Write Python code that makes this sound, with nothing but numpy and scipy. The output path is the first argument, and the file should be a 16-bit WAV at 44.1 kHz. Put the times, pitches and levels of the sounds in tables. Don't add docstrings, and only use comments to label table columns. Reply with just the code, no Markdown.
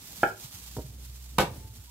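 import sys
import numpy as np
from scipy import signal
from scipy.fft import rfft, irfft
from scipy.io import wavfile
from scipy.ndimage import uniform_filter1d

SR = 44100
rng = np.random.default_rng(int(sys.argv[2]) if len(sys.argv) > 2 else 0)


def invert_db(x):
    u = np.asarray(x, float) / 20
    return 10 ** u


def transcribe(u):
    v = np.clip(np.atleast_2d(u).T, -1, 1)
    q = np.round(v * 32767).astype(np.int16)
    wavfile.write(sys.argv[1], SR, q)


N = 83790
T = np.arange(N) / SR


def unit(x):
    return x / np.sqrt(np.mean(x ** 2))


def since(start_s):
    return np.clip(T - start_s, 0, None)


def decay(t, t60_s):
    return np.exp(-np.log(1000) * t / t60_s)


def shape(x, table):
    hz, db = np.array(table, float).T
    f = np.fft.rfftfreq(x.shape[-1], 1 / SR) + 1
    gain_db = np.interp(np.log(f), np.log(hz), db, left=-90)
    return irfft(rfft(x) * invert_db(gain_db), x.shape[-1])


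def walk(rate_hz):
    k = int(SR / rate_hz)
    once = uniform_filter1d(rng.standard_normal(N), k)
    return unit(uniform_filter1d(once, k))


def grit(rate_hz, spread_db):
    hit = rng.random(N) < rate_hz / SR
    sign = rng.standard_normal(N)
    size = np.minimum(rng.exponential(size=N), 3)
    return unit(hit * sign * invert_db(spread_db * size))


def pair(x, pan_db, lag_s):
    f = np.fft.rfftfreq(N, 1 / SR)
    late = irfft(rfft(x) * np.exp(-2j * np.pi * f * lag_s), N)
    return np.array([late * invert_db(pan_db / 2), x * invert_db(-pan_db / 2)])


def widen(mid, side, wide_hz):
    side = signal.lfilter(*signal.butter(1, wide_hz, "high", fs=SR), side)
    return np.array([mid + side, mid - side])


def strike(contacts, push_s, modes):
    out = np.zeros(N)
    flip = np.sign(rng.standard_normal((8, 16)) + .5)
    flip[0] = 1
    for j, (start_s, db, tilt_db) in enumerate(contacts):
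        t = since(start_s)
        push = 1 - np.exp(-t / push_s)
        for k, (hz, mode_db, t60_s) in enumerate(modes):
            gain = invert_db(db + mode_db + tilt_db * np.log2(hz / 900)) * flip[j, k]
            out += gain * np.sin(2 * np.pi * hz * t) * push * decay(t, t60_s)
    return out


def split_blow():
    # start_s, level_db, tilt_db_per_octave
    contacts = [
        (1.3843, -20, 2),
        (1.3868, -16, 3),
        (1.3955, -20, -2),
        (1.3995, -22, -2),
        (1.404, -25.5, -3),
        (1.413, -22.5, -0.5),
    ]
    # mode_hz, level_db, t60_s
    shell = [(236, -3, 0.021), (370, -1.5, 0.054), (450, -3, 0.026), (557, -1.5, 0.024), (734, -11, 0.034),
             (854, 5, 0.015), (930, -10, 0.059), (1200, -6, 0.032), (1501, -8, 0.037), (1820, -10, 0.025),
             (2214, -7, 0.025), (2797, -5.5, 0.012), (3665, -5.5, 0.0069)]
    return strike(contacts, 0.00022, shell)


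def tearing():
    # start_s, level_db, rise_s, t60_s
    bursts = [
        (1.383, -22, .0002, 0.011),
        (1.3856, -16, 0.00021, .012),
        (1.394, -19, .0005, 0.018),
        (1.399, -22, .004, 0.1),
    ]
    # hz, level_db
    colour = [(300, -20), (1000, 4), (2000, -9.5), (3500, -3), (6000, -8.5), (9500, -13.5), (12000, -6),
              (16000, -25)]
    alike = 0.4
    env = 0
    for start_s, db, rise_s, t60_s in bursts:
        t = since(start_s)
        env = env + invert_db(db) * (1 - np.exp(-t / rise_s)) * decay(t, t60_s)
    one, left, right = (grit(rate_hz=5100, spread_db=2.5) for _ in range(3))
    both = np.sqrt(alike) * pair(one, 0, -0.00013) + np.sqrt(1 - alike) * np.array([left, right])
    return env * unit(shape(both, colour)) * invert_db(np.array([[-1.5], [1.5]]))


def block_knock():
    # start_s, level_db, tilt_db_per_octave
    contacts = [
        (.2318, -17, -3),
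        (.2331, -14, 4),
        (.2378, -23, 3),
    ]
    # mode_hz, level_db, t60_s
    block = [(378, -16, 0.12), (485, 8, 0.015), (592, 0, 0.0296), (660, -12.5, 0.054), (800, -11.5, 0.085),
             (1392, -2.5, 0.054), (1464, -3.5, 0.065), (1596, 1, 0.018), (2270, -12, 0.014),
             (2491, -29, 0.17), (3110, -12, 0.0066), (256, -22, 0.027), (712, -4, .03)]
    return -strike(contacts, .0008, block)


def set_down():
    # start_s, level_db, tilt_db_per_octave
    contacts = [
        (.7672, -33, 1),
        (.784, -43, -6),
        (.792, -42, -7),
    ]
    # mode_hz, level_db, t60_s
    pod = [(292, 10, 0.015), (425, 5, 0.038), (623, -4.5, 0.06), (752, 3, .02), (900, 5, 0.015),
           (1240, 0.5, 0.0096)]
    return strike(contacts, .0008, pod)


def bowl():
    # mode_hz, level_db, t60_s
    ring_modes = [(877, -52, .75), (884, -62, .75)]
    # start_s, level_db, tilt_db_per_octave
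    touch = [(1.872, -56, 0)]
    # mode_hz, level_db, t60_s
    touch_mode = [(955, 0, .4)]
    ring = strike([(1.53, 0, 0)], .05, ring_modes) * invert_db(2 * walk(25))
    return ring + strike(touch, .008, touch_mode)


def room(x):
    t = T[:SR // 2]

    def fading_noise(t60_s):
        build = 1 - np.exp(-t / 0.0029)
        return rng.standard_normal((2, len(t))) * build * decay(t, t60_s)

    tail = signal.lfilter(*signal.butter(1, 8550, fs=SR), fading_noise(0.23))
    tail = tail / np.sqrt(np.sum(tail ** 2) / 2)
    low = signal.lfilter(*signal.butter(2, 454, fs=SR), fading_noise(0.49)) / np.sqrt(SR / 100)
    mid, side = tail + invert_db(-8.5) * low
    tail = widen(mid, side, wide_hz=743)
    return invert_db(-5) * signal.fftconvolve(x[None], tail, axes=1)[:, :N]


def thuds():
    # start_s, level_db, pitch_hz, t60_s
    bumps = [(0.232, -22, 125, 0.049), (0.283, -41.5, 105.4, 0.34), (0.442, -23, 125, 0.047),
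             (0.539, -32, 90, 0.087), (0.771, -5, 106.5, 0.024), (.775, -26.5, 69, 0.14),
             (0.839, -28.5, 131.3, 0.123), (0.887, -29.5, 105, 0.086), (1.087, -29, 99, 0.064),
             (1.386, -12, 147.4, 0.086), (1.388, -18, 64, 0.066), (1.471, -28, 116, 0.14),
             (1.43, -14.5, 157, 0.063), (1.51, -12, 99, 0.036), (1.574, -24.5, 86.4, 0.073),
             (1.634, -33, 96, 0.15), (1.694, -31, 106, 0.11), (1.783, -28, 93.3, 0.088),
             (1.879, -59, 95, .1)]
    rise_s, sag, sag_s = 0.0062, 0.54, 0.0033
    out = 0
    for start_s, db, hz, t60_s in bumps:
        t = since(start_s)
        turns = hz * (t + sag * sag_s * (1 - np.exp(-t / sag_s)))
        rise = (1 - np.exp(-t / rise_s)) ** 2
        out = out - invert_db(db) * np.sin(2 * np.pi * turns) * rise * decay(t, t60_s)
    return out


def rustle():
    # time_s, level_db
    movement = [(0, -49.5), (.16, -44.5), (.22, -43), (.35, -53), (.43, -43.5), (.5, -50.5), (.56, -45.5),
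                (.61, -48), (.67, -46.5), (0.782, -48), (.9, -54.5), (.98, -58), (1.03, -52), (1.302, -52),
                (1.54, -57.5), (1.7, -58), (1.75, -53), (1.9, -52.5)]
    # hz, level_db
    sheet = [(300, -23), (800, -1), (1800, -4.5), (3500, 2), (7500, 2.5), (10000, -2.5), (13500, 3.5),
             (16200, -3.5)]
    # start_s, peak_db
    ticks = [(.526, -48), (.736, -50), (.769, -50), (1.098, -51), (1.242, -53), (1.31, -55)]
    alike, pan_db = 0.3, -4
    near = pair(grit(rate_hz=8700, spread_db=7.8), 0, .0001)
    both = np.sqrt(alike) * near + np.sqrt(1 - alike) * rng.standard_normal((2, N))
    both = unit(shape(both, sheet))
    s, db = np.array(movement).T
    env = invert_db(np.interp(T, s, db) + 1.4 * walk(70))
    for start_s, tick_db in ticks:
        env = env + invert_db(tick_db) * (T > start_s) * np.exp(-since(start_s) / 0.0031)
    return invert_db(np.array([[pan_db], [-pan_db]]) / 2) * env * both


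def hum():
    # time_s, pitch_hz, level_db
    motor = [(0, 58, -66), (.59, 60, -64), (.625, 61, -48), (.8, 61, -47), (.95, 62, -44), (1.37, 62, -43),
             (1.45, 63, -48), (1.6, 64, -46), (1.75, 59, -50), (1.9, 61, -47)]
    s, hz, db = np.array(motor).T
    pitch_hz = np.interp(T, s, hz) * (1 + 0.014 * walk(36))
    phase = 2 * np.pi * np.cumsum(pitch_hz) / SR
    gain = np.sqrt(2) * invert_db(np.interp(T, s, db) + .8 * walk(5))
    return gain * (np.sin(phase) + invert_db(-16) * np.sin(2 * phase + 0.43))


def yard():
    # hz, level_db
    colour = [(25, -11.5), (50, 1.5), (100, 0), (210, -3.5), (350, -12), (700, -22), (1200, -28.5)]
    # time_s, swell_db
    swell = [(0, 4), (.4, 1.5), (.7, 1.5), (.9, 1.5), (1.3, -1), (1.55, 9), (1.9, -4.2)]
    mid, side = (shape(rng.standard_normal(N), colour) for _ in range(2))
    swell_db = np.interp(T, *np.array(swell).T)
    return unit(widen(mid, side, wide_hz=840)) * invert_db(-55.5 + swell_db + 2.5 * walk(20))


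def scene():
    knock, pod, blow, tear = block_knock(), set_down(), split_blow(), tearing()
    wet = invert_db(-3.5) * room(knock) + invert_db(-8) * room(pod)
    wet = wet + invert_db(-2.5) * room(blow) + invert_db(-2) * room(tear.mean(axis=0))
    hits = pair(knock + pod + blow + bowl(), -1.7, .00005)
    low = pair(thuds() + hum(), -1.8, .0001)
    dull = signal.ellip(8, .5, 60, 15700, fs=SR, output="sos")
    around = signal.sosfilt(dull, wet + rustle() + yard())
    return hits + tear + low + around


def band_limit(x):
    return signal.sosfilt(signal.butter(12, 16640, fs=SR, output="sos"), x)


def record(dry):
    low_cut = signal.butter(2, 38, "high", fs=SR, output="sos")
    mix = signal.sosfilt(low_cut, dry)
    return band_limit(mix)


dry = scene()
out = record(dry)
transcribe(out)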